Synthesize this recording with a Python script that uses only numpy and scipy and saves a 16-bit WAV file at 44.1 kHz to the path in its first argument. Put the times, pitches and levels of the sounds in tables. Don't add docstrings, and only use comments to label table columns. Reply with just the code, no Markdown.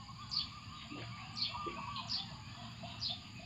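import sys
import numpy as np
from scipy import signal
from scipy.fft import rfft, irfft
from scipy.io import wavfile

SR = 44100
rng = np.random.default_rng(int(sys.argv[2]) if len(sys.argv) > 2 else 0)


def generate_wav(sig):
    pcm = np.round(np.clip(np.atleast_2d(sig).T, -1, 1) * 32767).astype(np.int16)
    wavfile.write(sys.argv[1], SR, pcm)


N = 152145


def undb(db):
    return 10 ** (np.asarray(db) / 20)


def unit(x):
    return x / np.sqrt(np.mean(x ** 2) + 1e-20)


def band(hz, width):
    f = np.arange(N // 2 + 1) * SR / N
    bell = np.exp(-2 * ((f - hz) / width) ** 2)
    return unit(irfft(rfft(rng.standard_normal(N)) * bell, N))


def wobble(rate):
    return band(0, 2 * rate)


def tone(hz):
    return np.sqrt(2) * np.sin(2 * np.pi * np.cumsum(hz) / SR)


def note(start, length):
    u = np.clip((np.arange(N) / SR - start) / length, 0, 1)
    arch = np.abs(np.sin(np.pi * u))
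    return u, np.sqrt(arch) * np.minimum(4 * arch, 1)


def course(points):
    return np.interp(np.arange(N) / SR, *np.array(points).T)


def rasp(start, length, from_hz, to_hz, width_hz):
    u, gate = note(start, length)
    return gate * tone(from_hz + (to_hz - from_hz) * u) * band(0, width_hz)


def scatter(x, early_db, early_t60, late_db, late_t60):
    t = np.arange(N) / SR
    echoes = rng.standard_normal(N) * (rng.random(N) < .05)
    response = np.zeros(N)
    for db, t60 in ((early_db, early_t60), (late_db, late_t60)):
        fade = np.exp(-np.log(1000) * t / t60)
        tail = echoes * fade * np.minimum(t * 20 / t60, 1)
        response += undb(db) * tail / np.linalg.norm(tail)
        echoes = echoes[::-1]
    response[0] = 1
    return signal.fftconvolve(x, response / np.linalg.norm(response))[:N]


# start_s, length_s, base_pitch_hz, base_level_db,
# buzz (0-1), opening_level_db (added to the start of the step)
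CHIRP_STEPS = [(.314, 0.036, 4960, -35.5, 0.78, -2), (.353, 0.0294, 4554, -25.5, 0.5, -16),
               (.388, 0.033, 3480, -36, 1, -6.5), (1.369, 0.028, 4750, -36.5, 0.76, -2.5),
               (1.402, 0.031, 4463, -29, 0.7, -7), (1.43, 0.042, 3463, -35, 0.94, -4),
               (2.095, .034, 5096, -32, 0.96, -5.5), (2.131, 0.039, 4637, -33.5, 0.77, 1.5),
               (2.168, 0.045, 3565, -37.5, 0.78, -6.5), (3.014, 0.0334, 4955, -34, 0.72, -4),
               (3.046, 0.03, 4320, -30, 0.85, -5), (3.082, 0.038, 3603, -33.5, 0.64, -8)]
# share of its length (0-1), pitch_ratio, added_level_db
STEP_COURSE = [(0, .96, -1), (.2, .91, -5), (.36, 0.94, -4), (.7, 1.01, -3), (1, .96, -4.5)]
# start_s, length_s, from_hz, to_hz, level_db
LEAD_SLURS = [(0.293, 0.027, 7370, 6320, -58), (0.31, 0.016, 6000, 5520, -50),
              (1.327, 0.044, 7500, 7350, -64.5), (1.355, 0.023, 5480, 5350, -52.5),
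              (2.067, 0.025, 7300, 6400, -60.5), (2.082, 0.015, 5700, 5316, -50),
              (2.992, 0.028, 5650, 5370, -53.5)]
BUZZ_HZ, BUZZ_DEPTH, CHIRP_JITTER = 245.1, 0.041, 0.035
CHIRP_OVERTONE_DB = -48.5
RASP_WIDTH_HZ, RASP_DB = 1120, -6
OPENING_SHARE, OPENING_FADE_SHARE = 0.24, 0.42
LEAD_WIDTH_HZ, NOTE_TOP_HZ = 800, 5350


def near_bird():
    share, ratio, shape_db = np.array(STEP_COURSE).T
    notes, thin = np.zeros(N), np.zeros(N)
    buzz = BUZZ_DEPTH * tone(BUZZ_HZ * (1 + 0.1958 * wobble(42.1)))
    buzz += CHIRP_JITTER * band(600, 437)
    for start, length, pitch, db, depth, opening_db in CHIRP_STEPS:
        u, gate = note(start, length)
        hz = pitch * np.interp(u, share, ratio) * (1 + depth * buzz)
        opening_left = np.clip(1 - (u - OPENING_SHARE) / (OPENING_FADE_SHARE * depth + .01), 0, 1)
        level_db = db + opening_db * opening_left + np.interp(u, share, shape_db)
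        level_db = level_db + 1.56 * depth * wobble(170)
        swell = np.minimum(2 * gate, 1) * undb(level_db)
        roughness = 1 + depth * undb(RASP_DB) * band(0, RASP_WIDTH_HZ)
        notes += swell * tone(hz) * roughness
        thin += swell * undb(CHIRP_OVERTONE_DB) * (tone(2 * hz) + tone(3 * hz))
    for start, length, from_hz, to_hz, db in LEAD_SLURS:
        thin += undb(db) * rasp(start, length, from_hz, to_hz, LEAD_WIDTH_HZ)
    low_pass = signal.butter(10, NOTE_TOP_HZ, fs=SR, output="sos")
    notes = signal.sosfilt(low_pass, notes)
    return scatter(notes + thin, early_db=-2.5, early_t60=0.21, late_db=-9.5, late_t60=0.42)


# time_s, base_pitch_hz, level_db
CROW_COURSE = [(1.51, 539.7, -53), (1.545, 574.8, -52), (1.575, 602, -43.5), (1.657, 600.6, -39),
               (1.699, 574.4, -47), (1.748, 563, -44.5), (1.77, 560, -55), (1.795, 561.7, -61),
               (1.841, 556.5, -40.5), (1.86, 556.4, -60), (1.885, 569.7, -44.5), (1.916, 579.5, -38.5),
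               (1.95, 558.3, -49), (1.986, 530.5, -40.5), (2.034, 477, -57.5)]
HARMONIC_LEVELS = [-36, -1.5, -35, -32, -25]
# start_s, length_s, level_db
HOARSE_CATCHES = [(1.535, 0.036, -42), (1.774, 0.04, -44.5), (1.869, 0.029, -45), (1.98, 0.032, -48)]
HOARSE_HZ, HOARSE_NOISE_DB, CROW_FADE_S = 953, -3, 0.0044


def rooster():
    t = np.arange(N) / SR
    times, pitch, level_db = np.array(CROW_COURSE).T
    hz = np.interp(t, times, pitch) * (1 + 0.0085 * wobble(91))
    clear = sum(undb(db) * tone((k + 1) * hz) for k, db in enumerate(HARMONIC_LEVELS))
    fade = np.clip(np.minimum(t - times[0], times[-1] - t) / CROW_FADE_S, 0, 1)
    voice = fade * undb(np.interp(t, times, level_db)) * clear
    for start, length, db in HOARSE_CATCHES:
        u, gate = note(start, length)
        shaky = tone(HOARSE_HZ * (1 + 0.0243 * wobble(74)))
        noise = undb(HOARSE_NOISE_DB) * band(1070, 240)
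        voice += undb(db) * gate * (shaky + noise)
    return scatter(voice, early_db=-7.5, early_t60=0.26, late_db=-15.5, late_t60=0.88)


# start_s, pitch_hz, base_level_db, upper_modes_db (added), rise_s, scuff_db
KNOCK_EVENTS = [(.903, 294.5, -36.5, -12, 0.031, -53), (1.655, 345.4, -35, 0.5, .028, -66)]
# pitch_ratio, base_level_db, t60_s (time to fall 60 dB)
RING_MODES = [(.7, -17.5, 0.35), (1, 2.5, 0.24), (1.218, -1, 0.14), (1.48, -13, 0.25)]
SCUFF_DELAY_S, SCUFF_S, KNOCK_ROUGH = 0.041, 0.1, 0.34


def knocks():
    out = np.zeros(N)
    for start, hz, db, upper_db, rise, scuff_db in KNOCK_EVENTS:
        age = np.maximum(np.arange(N) / SR - start, 0)
        ring = np.zeros(N)
        for ratio, mode_db, t60 in RING_MODES:
            fade = np.exp(-np.log(1000) * age / t60)
            mode_gain = undb(mode_db + upper_db * (ratio > 1))
            ring += mode_gain * np.sin(2 * np.pi * hz * ratio * age) * fade
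        soft_start = np.sin(np.pi / 2 * np.minimum(age / rise, 1)) ** 2
        out += undb(db) * ring * (1 + KNOCK_ROUGH * wobble(60)) * soft_start
        u, gate = note(start + SCUFF_DELAY_S, SCUFF_S)
        out += undb(scuff_db) * gate * (band(337, 81) + undb(-2) * band(580, 330))
    return scatter(out, early_db=-12, early_t60=.16, late_db=-26, late_t60=.6)


# start_s, length_s, top_pitch_hz (before the waver), level_db
PIPE_NOTES = [(-.02, 0.063, 1097, -54), (.078, 0.046, 1100, -51), (0.181, 0.077, 1204, -50.5),
              (0.329, 0.098, 1242, -52.5), (.505, 0.11, 1216, -53), (.695, 0.12, 1217, -54),
              (.893, 0.12, 1237, -54), (1.097, .13, 1193, -52.5), (1.18, 0.074, 1137, -53),
              (1.309, 0.14, 1239, -56), (3.211, .08, 1230, -62.5)]
PIPE_ARCH, PIPE_WAVER = .165, 0.0053
PIPE_ECHO_S, PIPE_ECHO_DB = 0.082, -11


def piping_bird():
    out, waver = np.zeros(N), 1 + PIPE_WAVER * wobble(66.7)
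    for start, length, hz, db in PIPE_NOTES:
        for late, echo_db in ((0, 0), (PIPE_ECHO_S, PIPE_ECHO_DB)):
            u, gate = note(start + late, length)
            arch = 1 - PIPE_ARCH * (2 * u - 1) ** 2
            out += undb(db + echo_db) * gate * tone(hz * waver * arch)
    return scatter(out, early_db=-13, early_t60=.3, late_db=-7, late_t60=1.4)


# start_s, length_s, middle_pitch_hz (before the waver), level_db
CLUCK_NOTES = [(0.842, 0.042, 700, -60.5), (1.02, 0.038, 690, -54.5), (1.198, 0.15, 763, -60),
               (1.487, 0.042, 678, -57), (1.548, 0.02, 717, -54.5), (1.762, 0.037, 657, -52.5),
               (2.008, 0.084, 696, -55.5), (2.146, 0.11, 787, -55.5), (2.304, 0.029, 650, -57.5),
               (2.566, 0.099, 700, -55), (2.828, 0.035, 692, -45), (3.092, 0.054, 715, -50.5),
               (3.393, 0.017, 676, -54), (3.418, 0.029, 700, -54.5)]


def fowl():
    out, waver = np.zeros(N), 1 + 0.0337 * wobble(77.5)
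    for start, length, hz, db in CLUCK_NOTES:
        u, gate = note(start, length)
        rise = 1 + 0.083 * (u - .5)
        out += undb(db) * gate * tone(hz * waver * rise)
    return scatter(out, early_db=-9.5, early_t60=0.41, late_db=-9, late_t60=0.52)


# start_s, length_s, from_hz, to_hz (both before the waver), base_level_db
WHISTLE_NOTES = [(0, 0.041, 2930, 2880, -62), (0.202, 0.052, 3530, 3385, -57),
                 (0.747, 0.061, 3820, 3870, -56), (0.899, 0.046, 2486, 2764, -50.5),
                 (0.945, 0.061, 2747, 2790, -57), (1.114, 0.046, 2170, 2330, -53.5),
                 (1.193, 0.083, 2420, 2824, -52.5), (1.386, 0.039, 2360, 2330, -47.5),
                 (1.457, .09, 2450, 2760, -49.5), (1.697, .045, 2300, 2335, -52.5),
                 (1.751, 0.057, 2424, 2654, -48.5), (1.808, 0.052, 2656, 2540, -52),
                 (1.879, 0.085, 2980, 3340, -58), (1.973, 0.034, 2496, 2543, -50.5),
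                 (2.894, 0.035, 3650, 3880, -53), (3.342, 0.068, 2530, 2515, -57)]
# start_s, length_s, from_hz, to_hz, width_hz, level_db
RASP_NOTES = [(.79, 0.051, 2907, 2910, 1510, -49.5), (.969, 0.046, 2720, 2687, 1500, -50),
              (1.019, 0.01, 2030, 1950, 900, -43.5), (1.165, .04, 2185, 2340, 805, -53),
              (1.675, 0.031, 2400, 2590, 1000, -50), (1.956, .034, 4410, 3360, 600, -44),
              (1.948, 0.0495, 3133, 3380, 704, -44.5), (2.597, 0.085, 3290, 3324, 1310, -55.5),
              (2.836, 0.085, 3220, 3243, 1220, -50.5)]


def songbirds():
    whistles, waver = np.zeros(N), 1 + .014 * wobble(140)
    for start, length, from_hz, to_hz, db in WHISTLE_NOTES:
        u, gate = note(start, length)
        hz = from_hz + (to_hz - from_hz) * np.sin(np.pi * u / 2)
        whistles += undb(db) * gate * tone(hz * waver)
    rasps = np.zeros(N)
    for start, length, from_hz, to_hz, width, db in RASP_NOTES:
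        rasps += undb(db) * rasp(start, length, from_hz, to_hz, width)
    whistles = scatter(whistles, early_db=-0.5, early_t60=0.27, late_db=-3, late_t60=1.2)
    rasps = scatter(rasps, early_db=0.5, early_t60=0.24, late_db=-6.5, late_t60=1.0)
    return undb(-0.5) * whistles + rasps


# centre_hz, spread_octaves, calls_per_s, base_level_db
CHORUS_GROUPS = [(971.4, .16, 11, -64.5), (2908, .22, 16, -63), (1647, 0.18, 9, -71.5)]
# time_s, added_level_db
MIDDLE_COURSE = [(0, -0.5), (.8, -1), (1.3, 2.5), (2.2, 1.5), (2.9, 2.5), (3.1, -3), (3.45, -7)]
CHORUS_NOTE_S, CHORUS_GLIDE = .11, .08


def chorus():
    out = np.zeros(N)
    for hz, spread, rate, db in CHORUS_GROUPS:
        draws = rng.standard_normal((60, 4))
        calls, waver = np.zeros(N), 1 + .022 * wobble(70)
        count = int(rate * N / SR) + 1
        for k, (late, pitch, glide, size) in enumerate(draws[:count]):
            u, gate = note((k + late / 2) / rate, CHORUS_NOTE_S)
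            call_hz = hz * waver * 2 ** (spread * pitch) * (1 + CHORUS_GLIDE * glide * (u - .5))
            calls += undb(2 * size) * gate * tone(call_hz)
        out += undb(db) * unit(calls)
    far = scatter(out, early_db=-5.5, early_t60=0.16, late_db=-3.0, late_t60=0.77)
    return undb(course(MIDDLE_COURSE)) * far


# frequency_hz, relative_level_db (per Hz)
AIR_COLOUR = [(20, -13), (40, -17.5), (65, 2), (120, 4.5), (220, 0), (320, -14.5), (530, -27.5),
              (720, -16.5), (900, -17), (1200, -11.5), (1420, -22), (2000, -21.5), (2700, -14.5),
              (3800, -18), (4900, -17.5), (5600, -40.5), (7200, -31), (8000, -48), (10800, -47.5),
              (12000, -49), (15500, -49.5)]
# time_s, added_level_db
AIR_COURSE = [(0, -4), (.4, 0), (1, -1.5), (2.6, 0), (3.45, 1)]
# centre_hz, width_hz, base_level_db, base_flutter_hz
INSECT_BANDS = [(4712, 410, -62.5, 59), (6780, 390, -73.5, 110), (7118, 265, -74, 43),
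                (8540, 1100, -90.5, 66), (10600, 1100, -93.5, 96)]
# base_pitch_hz, base_level_db
MOTOR_TONES = [(116, -59.5), (236, -68.5)]
AIR_DB, AIR_FLICKER_DB, INSECT_FLUTTER = -51.5, 2.16, 0.14


def field():
    f = np.maximum(np.arange(N // 2 + 1) * SR / N, 1)
    hz, db = np.array(AIR_COLOUR).T
    colour = undb(np.interp(np.log(f), np.log(hz), db))
    spectrum = rfft(rng.standard_normal(N)) * colour
    half_octave = np.clip(2 * np.log2(f), 10, 28)
    middle, air = course(MIDDLE_COURSE), np.zeros(N)
    for k in range(10, 29):
        in_middle = 19 <= k <= 21
        part = irfft(spectrum * np.maximum(1 - np.abs(half_octave - k), 0), N)
        air += part * undb(AIR_FLICKER_DB * wobble(7.2) + in_middle * middle)
    insects = np.zeros(N)
    for hz, width, db, flutter in INSECT_BANDS:
        buzz = undb(db) * band(hz, width) * undb(1.8 * wobble(40))
        beat = tone(flutter * (1 + 0.1522 * wobble(7.95)))
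        insects += buzz * (1 + INSECT_FLUTTER * beat)
    motor = np.zeros(N)
    for hz, db in MOTOR_TONES:
        motor += undb(db + 4.1 * wobble(2.8)) * tone(hz * (1 + 0.0248 * wobble(7.94)))
    return undb(AIR_DB + course(AIR_COURSE)) * unit(air) + insects + motor


def scene():
    birds = near_bird() + rooster() + piping_bird() + fowl() + songbirds() + chorus()
    return (birds + knocks() + field())[None]


def record(dry):
    return signal.sosfilt(signal.ellip(8, .2, 70, 15500, fs=SR, output="sos"), dry)


dry = scene()
out = record(dry)
generate_wav(out)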